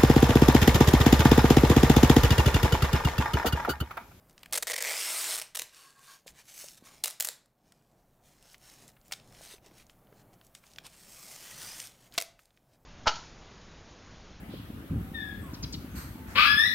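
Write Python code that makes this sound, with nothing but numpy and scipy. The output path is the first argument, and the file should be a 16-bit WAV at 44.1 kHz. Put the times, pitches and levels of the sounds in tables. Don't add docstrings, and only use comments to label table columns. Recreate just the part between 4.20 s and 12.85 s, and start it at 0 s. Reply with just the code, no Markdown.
import sys
import numpy as np
from scipy import signal
from scipy.fft import rfft, irfft, next_fast_len
from scipy.io import wavfile
from scipy.ndimage import uniform_filter1d, map_coordinates

SR = 44100
rng = np.random.default_rng(int(sys.argv[2]) if len(sys.argv) > 2 else 0)


def volts_from_db(level):
    exponent = np.asarray(level, float) / 20
    return 10 ** exponent


def to_wav(sig):
    pcm = np.clip(np.atleast_2d(sig), -1, 1) * 32767
    pcm = np.round(pcm).astype(np.int16)
    wavfile.write(sys.argv[1], SR, pcm.T)


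N = 381465

# time_s, level_db, slips_per_s
RIP = [
    (.64, -33, 150),
    (.72, -35.5, 167),
    (.78, -36, 180),
    (.87, -37.5, 231),
    (1.0, -37, 310),
    (1.08, -37.5, 280),
    (1.15, -36, 220),
    (1.161, -35.5, 240),
]
# start_s, level_db, length_ms
JERKS = [(.31, -60, 1.5), (.3256, -30, 0.43), (.325, -38.5, 4.1), (0.3315, -29, 0.63), (0.3331, -25, 0.74),
         (.337, -35.5, 17), (0.338, -37, 1.5), (0.342, -32, 1.5), (0.353, -29, .6), (.3558, -28.5, 1.3),
         (.357, -35, 12), (0.3613, -28, .6), (.3752, -25, 1.5), (.378, -25.5, 2), (.3825, -32.5, 3),
         (0.4244, -27, 8.4), (.47, -29.5, 3.6), (.4745, -31, 10.7), (.488, -35.5, 7.9), (.499, -27.5, 1),
         (0.5018, -33.5, 7.6), (.51, -31, 5.5), (0.517, -29.5, 4.9), (.532, -30, 8), (0.5399, -31.5, 4),
         (0.5573, -32, 8.1), (.5635, -32.5, 0.89), (.578, -30.5, 14), (0.604, -31.5, 18),
         (0.6237, -30.5, .2), (0.6256, -33.5, 1.5), (.636, -31, 2), (.671, -33.5, 6.6), (0.686, -35.5, 5.4),
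         (.705, -33, 9.7), (.72, -31, .2),
         (1.1496, -32.5, 0.44), (1.166, -33, 1.1), (1.176, -35, 4.9), (1.184, -34, 2),
          (1.189, -32.5, 0.89), (1.198, -34, 1.8), (1.2156, -33, 1.5), (1.221, -33, 0.85),
          (1.348, -37.5, 3), (1.3528, -32, 1.3), (1.3572, -32, 2), (1.37, -34.5, 1), (1.372, -32.5, 2.3),
          (1.3899, -31.5, 2.8), (1.395, -28, 1.1), (1.4184, -35.5, 1.1), (1.42, -33.5, 1.6)]
# start_s, level_db, length_ms, rise_ms
TUGS = [(2.833, -51.5, 4, 3.5), (2.9961, -48, 3.6, 2.5), (7.983, -31, 4, 1), (2.8371, -22, 3, 1.6),
        (2.8428, -25, 3.7, 1.2), (2.857, -25.5, 2, 1.3), (2.8727, -33.5, 1.8, 1.2), (2.876, -37, 1.35, .5),
        (2.879, -32.5, 2.5, 1.03), (2.902, -39, .8, 0.27), (2.908, -37.5, .6, 0.14), (3, -26.5, 1.8, .8),
        (3.0052, -21.5, 2.8, 2.1), (3.023, -24.5, 1.2, 1.8), (3.046, -28.5, 5.7, 0.74),
        (3.0527, -34, .4, .1), (3.072, -30, 1.1, 0.37), (3.087, -26.5, 0.92, .5), (4.914, -50, 0.46, .1),
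        (4.9207, -35.5, 2.8, 0.18), (4.929, -44, 4.6, .3), (7.978, -27.5, 2.1, 0.28), (8.001, -33.5, 3, 1),
        (8.0114, -31, 2, 0.77), (8.022, -30.5, 1.5, 0.34)]
# time_s, ring_db
TENSION = [(.3, -10), (.45, -7), (.5, -1.5), (.66, -1.5), (.78, -7.5), (1.0, -14), (1.4, -12), (2.9, -14),
           (3.0, -27.5), (3.07, -25), (3.09, -11.5), (4.9, -13), (8, -9.5)]
# pitch_hz, level_db
GLUE = [(110, -62), (200, -19.5), (300, -12.5), (367, -6), (413, -19), (488, -26.5), (549, -20), (627, 0.5),
        (730, -4), (2210, -0.5), (7020, 0), (8730, 1), (15200, -9), (16500, -53)]
RISE_SHARE = 0.06


def peel():
    now = np.arange(N) / SR
    rip_db, slips_per_s = curves(RIP, fade=0.0077)
    tension_db = np.interp(now, *np.transpose(TENSION))
    slipping = stutter(slips_per_s, scatter=0.9, decay_ms=0.9, size_db=1.5)
    force = volts_from_db(rip_db) * mottled(slipping, 1.8, 6, 8)
    fizz = force * volts_from_db(-22.5 - 0.8 * tension_db)
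    strip = force * volts_from_db(1.5 * tension_db - 6.0)
    core = force * volts_from_db(0.9 * tension_db - 15.0)
    edge = edge_rings(force)

    t = np.arange(SR // 20) / SR
    threads = crackle(1500, spread_db=2.2)
    jerks = [(*row, RISE_SHARE * row[2]) for row in JERKS]
    for start_s, db, length_ms, rise_ms in [*jerks, *TUGS]:
        at = slice(round(start_s * SR), round(start_s * SR) + len(t))
        ring_db = tension_db[at.start]
        shape = slip_shape(t, length_ms, rise_ms)
        burst = volts_from_db(db - 1.0) * unit(shape * threads[at]) * np.sqrt(np.mean(shape ** 2))
        force[at] += burst * volts_from_db(min(0.5 * (ring_db + 14.5), 0))
        fizz[at] += burst * volts_from_db(-0.8 * ring_db - 19.5)
        strip[at] += burst * volts_from_db(1.6 * ring_db - 4)
        core[at] += burst * volts_from_db(0.76 * ring_db - 12.5)

    out = filtered(force, colour(GLUE)) + strip_and_roll(strip, core) + edge
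    out = out + filtered(fizz, modes([(13600, 28000, 0)]))
    return hand_shadow(out)


def slip_shape(t, length_ms, rise_ms):
    overtime = np.maximum(t - length_ms / 1000, 0)
    hold = volts_from_db(-350 * t - 60 * overtime / 0.011)
    rise = np.minimum(t / (rise_ms / 1000 + 1e-5), 1) ** 2
    crack = np.exp(-length_ms / 3 - abs(t - rise_ms / 1000) / 0.0004)
    return hold * rise * (1 + crack)


# pitch_hz, width_hz, level_db, centre_s, span_s
EDGE = [(2250, 300, -12, .7, .08), (2200, 400, -17, .85, .08), (4850, 450, -6.5, .78, .045),
        (5350, 350, -8, .86, .055), (5250, 400, -13, 1.09, .06), (4000, 300, -16, 1.1, .06),
        (8400, 800, -11, .84, .06), (8800, 800, -12, .96, .07), (8900, 900, -15, 1.12, .07)]


def edge_rings(force):
    now = np.arange(N) / SR
    edge = np.zeros(N)
    for hz, width, db, centre_s, span_s in EDGE:
        swell = np.exp(-((now - centre_s) / span_s) ** 2)
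        edge += filtered(force * volts_from_db(db) * swell, modes([(hz, width, 0)]))
    return filtered(edge, low_cut(300, 2))


# pitch_hz, width_hz, level_db
FILM = [(1970, 600, 22.5), (1750, 180, -11.5)]
# pitch_hz, width_hz, level_db
ROLL = [(472, 70, 2.5), (597, 57, 0.5)]
# time_s, stretched_share
STRETCH = [(.55, 0), (.66, 1), (1.3, 1), (1.34, 0)]


def strip_and_roll(strip, core):
    pulled = np.interp(np.arange(N) / SR, *np.transpose(STRETCH))
    taut = [(hz * 1.1, width, db) for hz, width, db in FILM]
    slack_ring = filtered(strip * np.sqrt(1 - pulled), steep_modes(FILM))
    taut_ring = filtered(strip * np.sqrt(pulled), steep_modes(taut))
    return slack_ring + taut_ring + filtered(core, steep_modes(ROLL))


# pitch_hz, sharpness, centre_s, span_s, depth_share
SHADOW = (11000, 7, .6, .17, .85)


def hand_shadow(x):
    hz, sharpness, centre_s, span_s, depth = SHADOW
    when = np.exp(-((np.arange(N) / SR - centre_s) / span_s) ** 4)
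    return x - depth * when * signal.lfilter(*signal.iirpeak(hz, sharpness, SR), x)


# pitch_hz, level_db
SKIN = [(180, -27), (300, -12), (386, -7), (1380, -3.5), (1800, -2.5), (3590, -2.5), (5020, -2.5),
        (5830, -0.5), (12000, -8.5), (15400, -9.5), (16500, -38.5)]
# pitch_hz, width_hz, level_db
BOARD = [(1900, 890, -7), (2550, 200, -20), (5330, 600, -3), (7300, 980, -4), (8550, 840, 7)]


def rubbing():
    touch = unit(mottled(crackle(500, spread_db=2), 2.3, 3, 30))
    level_db, bright_db = strokes()
    specks = (rng.random(N) < 40 / SR) * volts_from_db(8 + 3 * rng.standard_normal(N))
    specks = specks * volts_from_db(-0.8 * np.maximum(level_db + 67.5, 0))
    touch = touch * (1 + signal.lfilter([1], [1, -0.97], specks) * volts_from_db(-6))
    grain = filtered(touch, colour(SKIN))
    board = filtered(touch, modes(BOARD))
    tilt = filtered(grain, lambda hz: 1 / (1 + (4500 / (hz + 1)) ** 4)) * 0.44
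    plain = grain + tilt * (volts_from_db(bright_db - 2.0) - 1)
    pressed = volts_from_db(0.5 * (level_db + 47.5) - 14.5) * board
    return volts_from_db(level_db + 1.1 * wobble(25)) * (plain + pressed)


# peak_s, rise_s, fall_s,
# level_db, brightness_db
HAND_STROKES = [(.11, 0.023, 0.013, -71, 5), (2.29, 0.017, .05, -53.5, 6), (2.66, 0.024, 0.045, -58, 9),
                (.2, 0.03, 0.24, -66, -30), (1.28, .06, 0.053, -65, -2), (1.58, 0.091, 0.21, -56, -1),
                (1.92, 0.14, 0.078, -54, 1), (2.07, 0.0047, 0.046, -51, 4), (2.201, 0.059, 0.031, -52, -14),
                (2.391, 0.12, 0.17, -52, 14), (2.58, 0.011, 0.011, -56, 8.5), (2.76, 0.14, 0.077, -56, -8),
                (3.5, 0.11, 0.16, -73.5, -5), (3.75, 0.21, 0.26, -85, 7),
                (4.06, 0.032, 0.18, -65.5, 3), (4.27, 0.077, 0.058, -62.5, -4), (4.33, 0.11, 0.036, -61, 5),
            (4.47, 0.07, 0.2, -56, 4.5), (4.6, 0.1, 0.11, -59.5, -4), (4.689, 0.022, .025, -62, 6),
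            (4.86, 0.018, 0.12, -70, 8), (4.96, 0.26, 0.45, -82, 26), (5.04, .04, 0.039, -71, 2),
            (5.17, 0.032, .04, -65.5, -4), (5.25, 0.058, 0.1, -54.5, 15), (5.33, 0.24, 0.049, -52.5, -2),
            (5.46, 0.038, 0.066, -58.5, -26), (5.6, 0.1, 0.045, -57.5, -3), (5.7, 0.0099, 0.034, -67, 10),
            (6.01, 0.084, 0.025, -62.5, -16), (6.14, 0.018, 0.017, -68.5, 10), (6.26, .05, 0.044, -75, 14),
            (6.35, 0.0065, 0.047, -60, 4), (6.46, 0.045, 0.2, -65, 3), (6.665, 0.027, 0.02, -46.5, -17),
            (6.74, 0.018, .02, -56, -1), (7.86, 0.16, 0.044, -61, -2), (7.95, 0.038, 0.057, -55.5, -1),
            (8.2, 0.014, 0.1, -72.5, 13), (8.55, 0.05, 0.019, -68, -12)]
# time_s, level_db, brightness_db
SWEEP = [
    (6.68, -60, 1.5),
    (6.92, -58, 11),
    (7.13, -51, 8.5),
    (7.28, -50.5, 4.5),
    (7.5, -48, 9),
    (7.655, -46, 3),
    (7.668, -52, 5),
    (7.76, -62, -15),
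]
# centre_s, width_s, change_db
LIFT = (3.34, 0.11, -8)


def strokes():
    t = np.arange(0, N, 32) / SR
    level_db, bright_db = (c[::32] for c in curves(SWEEP, fade=0.03))
    lift_s, lift_width_s, lift_db = LIFT
    rest_db = -80 + lift_db * np.exp(-((t - lift_s) / lift_width_s) ** 2)
    power = volts_from_db(2 * level_db) + volts_from_db(2 * rest_db)
    bright = bright_db * volts_from_db(2 * level_db)
    for peak_s, rise_s, fall_s, db, tone_db in HAND_STROKES:
        away = np.where(t < peak_s, (peak_s - t) / rise_s, (t - peak_s) / fall_s)
        swell = volts_from_db(2 * (db - 15 * away ** 1.77))
        power = power + swell
        bright = bright + tone_db * swell
    return [np.interp(np.arange(N) / SR, t, c) for c in (10 * np.log10(power), bright / power)]


# start_s, end_s, from_hz, to_hz, level_db
SINGS = [(1.47, 1.73, 1590, 1640, -71), (1.72, 1.87, 1600, 1570, -71), (1.54, 1.75, 1090, 1110, -68),
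         (1.73, 1.87, 1110, 1090, -67), (1.86, 1.97, 1090, 1110, -69), (2.64, 2.76, 1100, 1110, -72),
         (6.75, 7.15, 5350, 5450, -66), (6.85, 7.2, 2500, 2550, -66), (7.15, 7.6, 1900, 2000, -61),
         (7.42, 7.57, 4600, 5250, -51), (7.3, 7.47, 4300, 4500, -58), (7.45, 7.6, 2400, 2600, -60),
         (7.6, 7.665, 8300, 8800, -57), (7.1, 7.3, 3000, 2900, -65)]


def whistles():
    out = np.zeros(N)
    for start_s, end_s, from_hz, to_hz, db in SINGS:
        n = round((end_s - start_s) * SR)
        half_width_hz = 0.015 * from_hz
        slow = signal.lfilter([1], [1, -np.exp(-2 * np.pi * half_width_hz / SR)], rng.standard_normal(n))
        tone = np.sin(2 * np.pi * np.cumsum(np.linspace(from_hz, to_hz, n)) / SR)
        out[round(start_s * SR):][:n] += volts_from_db(db) * np.hanning(n) ** 0.5 * unit(slow * tone)
    return out


# start_s, end_s, start_db, end_db
SQUEAK = [
    (1.526, 1.717, -85, -71),
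    (1.768, 1.81, -72, -82),
    (1.883, 1.98, -67, -77.5),
    (2.634, 2.731, -77, -81),
]
# pitch_hz, width_hz, level_db
FRAME = [(1090, 37, -0.5), (1610, 45, -5), (4500, 150, -11.5)]


def squeaks():
    drag = filtered(rng.standard_normal(N), modes(FRAME)) * volts_from_db(2.2 * wobble(11))
    level = 0
    for start_s, end_s, start_db, end_db in SQUEAK:
        level = level + volts_from_db(curves([(start_s, start_db), (end_s, end_db)], fade=0.066)[0] + 10.0)
    return level * drag


# start_s, peak_db, pitch_hz
TICKS_TAPE = [(3.2586, -51, 7000), (.3257, -15, 7500), (.6243, -13.5, 9000), (2.8388, -15.5, 9500),
              (3.0079, -13.5, 10000), (7.947, -41, 5000), (0.097, -42, 6000), (.129, -52, 8000),
              (0.192, -47, 5000), (0.232, -35, 9000), (0.259, -40, 8700), (3.522, -41.5, 7000),
              (6.35, -32, 6000), (8.374, -50.5, 4020), (0.1791, -36, 3840), (1.495, -42, 3500),
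              (1.5464, -37, 5440), (1.7051, -41, 5870), (2.0791, -28.5, 3960), (2.485, -28, 5330),
              (2.574, -43, 8170), (4.2263, -42, 6600), (4.3814, -45.5, 8560), (4.4992, -37, 5850),
              (4.6794, -36, 6840), (4.717, -52, 5000), (4.814, -48.5, 6000), (4.8613, -49, 8550),
              (4.8817, -40, 10300), (4.9228, -19.5, 2880), (4.9253, -18.5, 4500), (4.934, -24, 3460),
              (4.936, -23.5, 3480), (4.0401, -58.5, 7960), (4.312, -51, 9000), (4.332, -42, 9000),
              (5.5407, -47, 6240), (5.667, -46, 5750), (6.248, -46, 8460), (6.516, -46, 4980),
              (6.6517, -41, 4280), (4.999, -42.5, 3470), (5.075, -50, 6150), (5.1245, -46.5, 5500),
              (5.148, -40, 3800), (5.4625, -38, 5100), (6.2675, -43, 8070), (6.4672, -41, 5010),
              (6.5356, -39, 4970), (6.5607, -37.5, 3500), (6.6664, -33, 6000), (7.601, -20.5, 5100),
              (7.672, -29.5, 7700), (7.9232, -38, 4500), (7.94, -34, 9200), (7.812, -50, 7000),
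              (7.969, -41, 7000), (7.9794, -6.5, 3900), (7.9817, -11, 3700), (7.9842, -16.5, 4970),
              (7.984, -24, 4000), (7.986, -14.5, 2970), (8.1864, -58, 3470), (8.2556, -46, 7200)]
# start_s, peak_db, pitch_hz, length_ms
TICKS_NAIL = [(0.097, -53, 2060, 2.4), (0.2322, -32, 1980, 2.7), (0.2591, -34.5, 2100, 1.9),
              (2.6698, -38.5, 1600, 3.7), (3.2584, -55, 1480, 1.8), (3.5209, -48.5, 1620, 5.6),
              (4.344, -35.5, 2660, 3.7), (4.7665, -46.5, 1480, 5), (4.9116, -33.5, 1500, 2.4),
              (5.382, -46, 1600, 3.2), (5.512, -47, 1630, 2.2), (3.6131, -60, 1560, 2),
              (5.1245, -46, 1520, 2.9), (5.697, -38.5, 2400, 2.1), (5.8705, -53, 1610, 2.2),
              (5.927, -47, 1530, 1.8), (6.133, -55, 2890, 2), (6.2132, -41, 1750, 1.7),
              (6.351, -36.5, 2346, 2.3), (6.438, -43.5, 1600, 4.8), (6.585, -23.5, 2940, 2.2),
              (7.9394, -43, 3000, 1.8), (7.946, -40.5, 1500, 1.5), (7.9515, -38.5, 2200, 1.06),
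              (7.9561, -36.5, 2200, 1.2), (8.192, -39, 1630, 3), (8.306, -52.5, 2650, 2.1),
              (8.3739, -49, 1926, 2.5)]


def ticks():
    out, t = np.zeros(N + SR), np.arange(SR // 25) / SR
    tape_ticks = [(*row, 1.9) for row in TICKS_TAPE]
    for start_s, db, hz, length_ms in [*tape_ticks, *TICKS_NAIL]:
        fade = volts_from_db(-8.7 * t / 0.00042) + 2.1 * volts_from_db(-8700 * t / length_ms)
        crack = rng.standard_normal(len(t)) * fade
        band = signal.iirpeak(hz, 0.7, SR)
        tone = signal.lfilter(*band, signal.lfilter(*band, crack))
        tone = tone + 0.084 * np.diff(crack, prepend=0)
        out[round(start_s * SR):][:len(t)] += volts_from_db(db - 3) * tone / abs(tone).max()
    return filtered(out[:N], low_cut(120, 2))


# start_s, peak_db, pitch_hz, time_to_fall_60_db_s
KNOCKS = [(2.063, -43, 530, 0.023), (2.441, -41.5, 580, 0.029), (2.624, -45, 253.6, 0.036),
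          (4.922, -40, 783, 0.041), (5.21, -42.5, 630, 0.021), (5.34, -45, 420, 0.036),
          (5.465, -51, 405, 0.058), (5.515, -49, 330, 0.03), (5.825, -54, 520, 0.028),
          (6.025, -62, 560, 0.036), (5.27, -52, 700, 0.026), (5.61, -54, 325, 0.023),
          (5.925, -46.5, 437, 0.024), (7.979, -21.5, 1145, 0.013), (7.9822, -25.5, 1440, 0.012),
          (7.98, -25, 687, 0.053), (7.9795, -30.5, 1005, 0.028)]
# start_s, pitch_hz, level_db, time_to_fall_60_db_s
CORE_RING = (7.995, 672, -48, .42)


def knocks():
    out, t = np.zeros(N + SR), np.arange(SR // 2) / SR
    ring_s, ring_hz, ring_db, ring_fall_s = CORE_RING
    for start_s, db, hz, fall_s in [*KNOCKS, (ring_s, ring_db, ring_hz, ring_fall_s)]:
        drift = 0.0034 * np.cumsum(rng.standard_normal(len(t)))
        ring = np.sin(2 * np.pi * hz * t + drift)
        ring += 0.31 * np.sin(2 * np.pi * 1.3 * hz * t + drift) * volts_from_db(-1500 * t)
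        ring += 0.06 * np.sin(2 * np.pi * 0.42 * hz * t) * volts_from_db(-900 * t)
        out[round(start_s * SR):][:len(t)] += volts_from_db(db - 60 * t / fall_s) * ring
    return filtered(out[:N], low_cut(120, 2))


# pitch_hz, time_to_fall_60_db_s
WALLS = [(300, 0.48), (2000, 0.36), (6000, 0.29), (14000, 0.2)]


def room(x, count=5):
    hz, t, z = signal.stft(rng.standard_normal((count, SR // 3)), SR, nperseg=256)
    tails = signal.istft(z * volts_from_db(-60 * t / along(WALLS, hz)[:, None]), SR, nperseg=256)[1]
    tails = tails / np.linalg.norm(tails, axis=1, keepdims=True)
    place = np.arange(N) // 256 % count == np.arange(count)[:, None]
    echo = signal.oaconvolve(x * place, tails, axes=1).sum(0)
    echo = np.pad(echo, (200, 0))[:N]
    return filtered(echo, low_cut(200, 3))


# pitch_hz, level_db
HUM = [(65, -30), (110, -3.5), (157, -5.5), (463, -15.5), (514, -13.5), (732, -12.5), (1010, -21),
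       (2500, -39), (3250, -72), (5500, -120)]
# pitch_hz, level_db
HISS = [(590, -40.5), (1000, -6), (1120, 1), (5950, -16), (15200, -3.5), (16500, -20)]
# centre_s, width_s, change_db
BUMPS = [(.5, 0.22, 15), (.93, 0.11, -9), (1.17, 0.09, 14), (2.12, 0.047, 11.5), (2.9, 0.065, 7),
         (3.9, 0.6, 8), (5.101, 0.21, 11), (5.6, 0.53, 6.5), (6.8, 0.22, 5), (7.44, 0.27, 7),
         (8.13, 0.13, 11.5), (8.5, 0.151, 5.5), (1.35, 0.15, 8.5)]


def air(loud):
    t = np.arange(N) / SR
    keep = np.exp(-1 / (0.24 * SR))
    power = signal.lfilter([1 - keep], [1, -keep], loud ** 2)
    gain_db = -0.41 * 10 * np.log10(1 + power / volts_from_db(2 * -63))
    weight_db = sum(db * np.exp(-((t - s) / width) ** 2) for s, width, db in BUMPS)
    hum = filtered(rng.standard_normal(N), colour(HUM))
    hum = hum * volts_from_db(-65 + gain_db + 0.51 * weight_db + 2.0 * wobble(7.7))
    hiss = volts_from_db(-71.5 + 1.4 * gain_db) * filtered(rng.standard_normal(N), colour(HISS))
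    bench = modes([(28, 35, 0), (70, 50, -2)])
    rumble = filtered(rng.standard_normal(N), lambda f: bench(f) / (1 + (f / 120) ** 2))
    rumble = rumble * volts_from_db(-72.5 + 1.2 * gain_db + weight_db + 1.3 * wobble(6.5))
    return hum + hiss + rumble


def stutter(rate, scatter, decay_ms, size_db):
    count = np.cumsum(rate * volts_from_db(scatter * wobble(150))) / SR
    starts = np.diff(np.floor(count), prepend=0) > 0
    starts = starts * volts_from_db(size_db * rng.standard_normal(N))
    shape = signal.lfilter([1], [1, -np.exp(-1000 / (decay_ms * SR))], starts)
    return unit((shape + 0.25 + rate / 1500) * rng.standard_normal(N))


def crackle(rate, spread_db):
    return unit(rng.standard_normal(N) * volts_from_db(spread_db * wobble(rate)))


def mottled(x, depth_db, bins, frames):
    z = signal.stft(x, nperseg=512)[2]
    field = uniform_filter1d(rng.standard_normal(z.shape), bins, 0)
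    field = uniform_filter1d(field, frames, 1)
    return signal.istft(z * volts_from_db(depth_db * unit(field)), nperseg=512)[1][:N]


def wobble(rate):
    knots = rng.standard_normal(int(N * rate / SR) + 4)
    return map_coordinates(knots, [np.arange(N) * rate / SR])


def unit(x):
    return x / np.sqrt(np.mean(x ** 2) + 1e-20)


def along(points, hz):
    f, v = np.transpose(points)
    return np.interp(np.log(hz + 1), np.log(f + 1), v)


def curves(rows, fade=0.009):
    s, level, *rest = np.transpose(rows)
    t = np.arange(N) / SR
    level = np.interp(t, [s[0] - fade, *s, s[-1] + fade], [-120, *level, -120])
    return [level] + [np.interp(t, s, c) for c in rest]


def filtered(x, response):
    m = next_fast_len(N + 8192)
    gain = response(np.fft.rfftfreq(m, 1 / SR))
    gain = gain / np.sqrt(np.mean(abs(gain) ** 2))
    return irfft(rfft(x, m) * gain, m)[..., :N]


def modes(table):
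    def response(f):
        total = 0
        for k, (hz, width, db) in enumerate(table):
            total = total + (-1) ** k * volts_from_db(db) * 1j * f * width / (hz * hz - f * f + 1j * f * width)
        return total
    return response


def steep_modes(table):
    return lambda f: modes(table)(f) ** 2


def low_cut(hz, order):
    return lambda f: (1j * f / (hz + 1j * f)) ** order


def colour(points):
    return lambda hz: volts_from_db(along(points, hz))


# time_s, room_db
REACH = [
    (0, -19),
    (.45, -18),
    (.7, -5.5),
    (1.2, -9.5),
    (2.8, -10),
    (3.1, -9.5),
    (8.65, -13.5),
]


def scene():
    tape, taps = peel(), ticks() + knocks()
    hand = rubbing() + squeaks() + whistles()
    echo = room(volts_from_db(curves(REACH)[0]) * tape + volts_from_db(-17.5) * taps)
    mono = tape + taps + hand + echo + air(tape + volts_from_db(-5.5) * taps)
    return np.array([mono, mono])


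def band_limit(x):
    return signal.sosfilt(signal.butter(12, 16800, fs=SR, output="sos"), x)


def record(dry):
    mid = signal.lfilter(*signal.iirnotch(5930, 60, SR), dry[0])
    mid = mid / (1 + abs(mid / 0.25) ** 4) ** (1 / 4)
    limit = np.interp(np.fft.rfftfreq(N, 1 / SR), [15800, 16000, 16650, 16700], [0.94, 0.092, 0.04, 0])
    mid = irfft(rfft(mid) * limit, N)
    z = signal.stft(mid, nperseg=256)[2]
    scrambled = abs(z) ** 0.86 * np.exp(2j * np.pi * rng.random(z.shape))
    side = signal.istft(scrambled, nperseg=256)[1][:N]
    tint = colour([(60, 1.0), (500, -1.5), (1500, 2.5), (2500, 3.4), (4500, 2.0), (12000, 1.0)])
    side = volts_from_db(-30 + 3.4 * wobble(15)) * filtered(side, tint)
    return band_limit(np.array([mid + side, mid - side]))


dry = scene()
out = record(dry)
to_wav(out)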